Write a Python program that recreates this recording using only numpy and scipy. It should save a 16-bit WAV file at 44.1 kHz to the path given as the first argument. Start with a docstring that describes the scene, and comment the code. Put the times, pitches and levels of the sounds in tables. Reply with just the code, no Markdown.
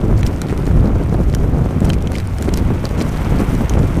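"""Wheels on a woodland track

A small vehicle rolls over dirt, heard from a microphone low on its frame beside a wheel.
Wind buffets the microphone, ruts thump through the frame, and the tyres roar and hiss over sand,
with a faint, patchy sparkle on top. Grit ticks all the way, patches of twigs and gravel crunch,
and single stones snap against the frame."""
import sys
import numpy as np
from scipy import signal
from scipy.fft import rfft, irfft
from scipy.io import wavfile
from scipy.ndimage import map_coordinates

SR = 44100
rng = np.random.default_rng(int(sys.argv[2]) if len(sys.argv) > 2 else 0)


def generate_wav(signal):
    """Clip the signal to [-1, 1] and save it as 16-bit WAV at the path in sys.argv[1]."""
    frames = np.transpose(np.atleast_2d(signal))
    scaled = np.clip(frames, -1, 1) * 32767
    pcm = np.round(scaled).astype(np.int16)
    wavfile.write(sys.argv[1], SR, pcm)


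N = 176400

# Table levels are relative: the faders below set each layer's place in the mix.
# gusts on the microphone: time_s, level_db
WIND_GUSTS = [(0, -19.5), (0.1, -13), (0.25, -14), (0.4, -24.5), (0.5, -16.5), (0.58, -21), (0.78, -12),
              (1.05, -19), (1.28, -15), (1.58, -16.5), (1.72, -20), (1.88, -15.5), (2.25, -20),
              (2.6, -18.5), (2.72, -16.5), (2.95, -22.5), (3.35, -15), (3.68, -20.5), (3.77, -13),
              (4, -19.5)]
# rough ground shaking the frame: time_s, level_db
FRAME_SHAKE = [(0, -20), (0.12, -17), (0.2, -19), (0.3, -17), (0.37, -25), (0.46, -21), (0.58, -22),
               (0.85, -18.5), (0.97, -18), (1.07, -20), (1.14, -19), (1.22, -22.5), (1.4, -19.5),
               (1.56, -19), (1.68, -21), (1.89, -16), (2.02, -25), (2.13, -22), (2.26, -30), (2.49, -21),
               (2.64, -21), (2.71, -18), (2.8, -24), (3.02, -19), (3.15, -24), (3.33, -17), (3.52, -20),
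               (3.61, -17), (3.68, -23), (3.78, -15), (3.86, -22), (4, -23)]
# ruts that jolt the frame: start_s, level_db
RUTS = [(0.018, -14), (0.099, -16), (0.128, -7.5), (0.504, -8), (0.526, -4), (0.676, -5.5), (0.712, -6),
        (1.145, -3), (1.367, -11), (1.436, -12), (1.592, -6.5), (1.884, -7), (1.899, -6.5), (1.965, -8),
        (2.119, -10), (2.477, -8.5), (2.484, -2.5), (2.704, -7), (2.842, -5), (3.014, -4.5), (3.323, -6),
        (3.349, -7.5), (3.609, -8), (3.773, -2)]
# tyres on the ground: time_s, roar_db, sand_db
TYRE_LEVELS = [(0.0, -40, -47.5), (0.54, -38, -45.5), (0.92, -39, -49), (1.35, -41.5, -46),
               (1.53, -41, -47.5), (1.86, -37.5, -45), (1.99, -41.5, -49), (2.14, -41, -48),
               (2.41, -40, -43.5), (2.6, -35.5, -44.5), (2.83, -37, -44.5), (3.22, -32.5, -41),
               (3.52, -33.5, -39), (3.79, -35, -43.5), (4.0, -35.5, -43)]
# centres of the faint high sparkle: pitch_hz, level_db
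SPARKLE_PITCHES = [(8350, 0), (10150, -3.5), (12170, -1), (13300, -7), (14270, -0.5)]
# gravel and twigs under the tyre: middle_s, length_s, level_db
GRAVEL_PATCHES = [(0.189, 0.024, -33), (.265, 0.022, -27.5), (0.503, 0.021, -34), (0.674, 0.038, -38),
                  (1.88, 0.045, -35.5), (1.938, 0.018, -30), (2.158, 0.041, -31), (2.442, 0.029, -35.5),
                  (2.489, 0.0076, -29), (2.578, 0.024, -33), (2.854, 0.024, -33), (3.012, 0.032, -30),
                  (3.4, 0.02, -32)]
# stones and twigs that hit the frame: start_s, level_db, pitch_hz, crack_over_tone_db
STONE_HITS = [(0.2096, -26, 7100, 4), (0.231, -11.5, 2190, -5), (0.2656, -13.5, 5460, -1),
              (0.273, -22, 8300, 9), (0.4171, -11, 5560, 5.5), (0.4857, -22, 3200, 6),
              (0.5764, -21.5, 5960, 8), (0.6668, -22.5, 6700, 12), (0.8575, -26, 4400, 3),
              (1.141, -28, 10000, 14), (1.2985, -25.5, 5570, 6), (1.3391, -18.5, 1910, -2),
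              (1.349, -12.5, 7140, 14), (1.805, -23, 9000, 17), (1.847, -19.5, 7650, 9),
              (1.8524, -20.5, 7200, 14), (1.8944, -19, 11200, 10), (1.9017, -8.5, 2580, 1),
              (1.9341, -17.5, 2470, -4), (2.0238, -25, 9500, 14), (2.073, -17.5, 3300, 1.5),
              (2.119, -19.5, 9900, 2), (2.1536, -17.5, 2500, -4), (2.184, -16.5, 4700, 4),
              (2.2011, -19, 4750, 3), (2.273, -25, 9000, 1), (2.3846, -19.5, 6600, 12),
              (2.4247, -15.5, 7130, 3), (2.4901, -19.5, 2000, 5), (2.5384, -13.5, 7340, 3),
              (2.5406, -13, 5500, -2), (2.5738, -13.5, 12500, 8), (2.8542, -11.5, 4540, -5),
              (2.8903, -26, 11000, 10), (3.0042, -20, 5040, 4), (3.0133, -22, 5700, 6),
              (3.023, -19.5, 9100, 3), (3.5515, -24, 6260, 6), (3.6958, -11.5, 6300, -1),
              (3.7373, -20, 2560, 8), (3.7913, -25.5, 7200, 0)]
# rings of the frame under a stone: pitch_hz, width_hz, level_db
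FRAME_RINGS = [(3120, 140, 2), (4000, 150, 0), (5720, 160, -2.5), (6900, 180, -2)]
# tone of each source: frequency_hz, gain_db
WIND_EQ = [(12, -9.5), (25, -8), (45, 0.5), (70, -2), (110, -5), (170, -13), (300, -28), (700, -44),
           (2000, -88)]  # deep rumble
SHAKE_EQ = [(30, -15), (80, -6), (150, 1.5), (240, -2.5), (380, -8.5), (550, -14), (800, -21), (1400, -30),
            (2500, -48.5), (6000, -65)]  # dull judder
RUT_EQ = [(30, 1.5), (100, 4), (200, -0.5), (380, -2.5), (600, -9), (1000, -16), (1500, -22.5), (2500, -36),
          (6000, -57)]  # low thump
ROAR_EQ = [(200, -8.5), (700, 4.5), (1400, 0.5), (1750, -4), (2200, -3.5), (2700, -8.5), (3500, -13.5),
           (6000, -33), (15000, -62)]  # midrange rush
SAND_EQ = [(1000, 1), (3000, 2.5), (4500, -1.5), (5200, 1.5), (5800, 4), (7500, -0.5), (8500, -0.5),
           (11500, -3.5), (13600, -5), (15000, -13)]  # bright hiss
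GRIT_EQ = [(600, -22), (1500, 10.5), (2300, 5), (3200, -0.5), (4500, 2), (6200, -1), (8500, -0.5),
           (12000, -6), (15000, -8)]  # hard click

# faders
WIND_DB, SHAKE_DB, RUT_DB, ROAR_DB, SAND_DB = 1.5, 1.5, -0.5, 2, -2.5
SPARKLE_DB, GRIT_DB, CRUNCH_DB, STONE_DB = -58, -49, -4, 1

SHAKE_FLUTTER_DB, SAND_FLUTTER_DB = 2, 2.5
RATTLE_DB, RATTLE_DECAY_S = -24, 0.0059
ZINGS_PER_S, ZING_T60_S, ZING_SCATTER_HZ = 260, 0.035, 110
GRAIN_WIDTH, CRACK_WIDTH = 0.27, 2.55  # bandwidths as shares of the pitch
TONE_T60_S, CRACK_T60_S, CHATTER_T60_S, CHATTER_DB = 0.0055, 0.0075, 0.049, -22
FRAME_RING_DB, STRIKE_SPREAD_DB = 2, 2.5


def undb(db):
    """Decibels to gain."""
    return 10 ** (np.asarray(db) / 20)


def unit(x):
    """Scale to rms 1."""
    return x / np.sqrt(np.mean(x ** 2) + 1e-18)


def curve(table, column=1):
    """Gain over time from one dB column of a table."""
    rows = np.array(table)
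    return undb(np.interp(np.arange(N) / SR, rows[:, 0], rows[:, column]))


def fade(t, t60_s):
    """A tail that falls 60 dB in t60_s."""
    return np.exp(-np.log(1000) * t / t60_s)


def equalise(x, eq):
    """Minimum-phase EQ, so nothing rings ahead of a hit."""
    size = 8192
    hz, db = np.array(eq).T
    bin_hz = np.arange(size // 2 + 1) * SR / size
    log_gain = np.log(undb(np.interp(np.log(bin_hz + 1), np.log(hz), db)))
    cepstrum = irfft(log_gain)
    cepstrum[1:size // 2] *= 2
    cepstrum[size // 2 + 1:] = 0
    response = irfft(np.exp(rfft(cepstrum)))[:size // 2]
    return signal.fftconvolve(x, response)[:len(x)]


def ring(x, hz, width_hz):
    """One resonance, gain 1 at its centre."""
    return signal.lfilter(*signal.iirpeak(min(hz, SR / 2 - 1), hz / width_hz, fs=SR), x)


def wander(rate_hz):
    """Smooth random drift with rms 1."""
    steps = rng.standard_normal(2048)
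    return unit(map_coordinates(steps, [np.arange(N) / SR * rate_hz], order=2, mode="wrap"))


def impacts(per_s, spread_db):
    """Random clicks, many small and a few large."""
    chance, size, sign = rng.random(N), rng.exponential(size=N), rng.choice([-1, 1], N)
    return (chance < per_s / SR) * sign * undb(spread_db * np.minimum(size, 4.5))


def add(out, start_s, sound):
    """Drop a sound into the mix."""
    i = max(int(start_s * SR), 0)
    out[i:i + len(sound)] += sound[:max(N - i, 0)]


def wind():
    """Eddies push on the microphone in quick gusts."""
    return unit(equalise(rng.standard_normal(N), WIND_EQ)) * curve(WIND_GUSTS) * undb(WIND_DB)


def frame_shake(ground):
    """Countless small bumps judder through the damped frame."""
    bumps = equalise(impacts(per_s=700, spread_db=2.5), SHAKE_EQ)
    return unit(bumps * undb(SHAKE_FLUTTER_DB * ground)) * curve(FRAME_SHAKE) * undb(SHAKE_DB)


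def rut_thumps():
    """Each rut deals the frame one hard blow with a short rattle behind it."""
    out, t = np.zeros(N), np.arange(SR // 10) / SR
    for start_s, db in RUTS:
        blow = undb(RATTLE_DB) * rng.standard_normal(len(t)) * np.exp(-t / RATTLE_DECAY_S)
        blow[0] = 1  # the hit itself
        thump = equalise(blow, RUT_EQ)
        add(out, start_s, -thump / np.abs(thump).max() * undb(db + RUT_DB))
    return out


def tyres(ground):
    """The tread roars on the dirt and sprays a fluttering hiss of fine sand."""
    roar = unit(equalise(impacts(per_s=5000, spread_db=3.6), ROAR_EQ))
    roar *= curve(TYRE_LEVELS, column=1)
    spray = equalise(impacts(per_s=9000, spread_db=0.5), SAND_EQ)
    flutter = undb(SAND_FLUTTER_DB * unit(ground + wander(rate_hz=90)))
    sand = unit(spray * flutter) * curve(TYRE_LEVELS, column=2)
    return roar * undb(ROAR_DB) + sand * undb(SAND_DB)


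def high_sparkle():
    """A faint, patchy high sparkle of short, slightly detuned zings that swells with the sand hiss."""
    out, t = np.zeros(N), np.arange(SR // 10) / SR
    for hz, db in SPARKLE_PITCHES:
        for when, detune, size in rng.random((int(ZINGS_PER_S * N / SR), 3)):
            pitch_hz = hz + ZING_SCATTER_HZ * (2 * detune - 1)
            zing = np.sin(2 * np.pi * pitch_hz * t) * fade(t, ZING_T60_S)
            add(out, when * N / SR, undb(db) * size ** 3 * zing)
    return unit(out * curve(TYRE_LEVELS, column=2) ** 1.2) * undb(SPARKLE_DB)


def grains(per_s, spread_db):
    """Grains of six sizes strike, each size ticking at its own pitch."""
    pitches_hz = np.geomspace(2300, 12500, num=6)
    ticks = np.zeros(N)
    for hz in pitches_hz:
        hits = impacts(per_s / len(pitches_hz), spread_db)
        ticks += ring(hits, hz, hz * GRAIN_WIDTH) / np.sqrt(hz)
    return unit(equalise(ticks, GRIT_EQ))


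def grit():
    """Lone grains tick all the way, louder on sandy ground; in patches they crowd into a crunch."""
    ticks = unit(grains(per_s=300, spread_db=4) * np.sqrt(curve(TYRE_LEVELS, column=2)))
    t = np.arange(N) / SR
    swells = sum(undb(db) * np.exp(-2 * ((t - middle_s) / length_s) ** 2)
                 for middle_s, length_s, db in GRAVEL_PATCHES)
    crunch = grains(per_s=3200, spread_db=5.5) * swells
    return ticks * undb(GRIT_DB) + crunch * undb(CRUNCH_DB)


def stones():
    """Each stone snaps with a tiny tone, a broad crack and a brief chatter; the frame rings after it."""
    out, t = np.zeros(N), np.arange(SR // 20) / SR
    contact_fade = fade(t, CRACK_T60_S) + undb(CHATTER_DB) * fade(t, CHATTER_T60_S)
    for start_s, db, hz, crack_db in STONE_HITS:
        contact = equalise(rng.standard_normal(len(t)) * contact_fade, GRIT_EQ)
        crack = unit(ring(contact, hz, min(hz * CRACK_WIDTH, SR / 3)))
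        tone = unit(np.sin(2 * np.pi * hz * t) * fade(t, TONE_T60_S))
        snap = tone + undb(crack_db) * crack
        # every stone strikes a different spot, so the balance of the rings shifts
        rings = sum(undb(ring_db + STRIKE_SPREAD_DB * rng.standard_normal()) * ring(snap, ring_hz, width)
                    for ring_hz, width, ring_db in FRAME_RINGS)
        hit = unit(snap + undb(FRAME_RING_DB) * rings) / tone.max()
        add(out, start_s, hit * undb(db + STONE_DB))
    return out


def scene():
    """Mono mix; the same uneven ground makes the frame's shake and the sand hiss flutter together."""
    ground = wander(rate_hz=55)
    bed = wind() + frame_shake(ground) + rut_thumps() + tyres(ground)
    return (bed + high_sparkle() + grit() + stones())[None]


def record(dry):
    """Soft saturation rounds the loudest peaks and a steep low-pass cuts the top."""
    ceiling, top_hz = 1.2, 15400
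    rounded = ceiling * np.tanh(dry / ceiling)
    return signal.sosfilt(signal.ellip(10, .2, 80, top_hz, fs=SR, output="sos"), rounded)


dry = scene()
out = record(dry)
generate_wav(out)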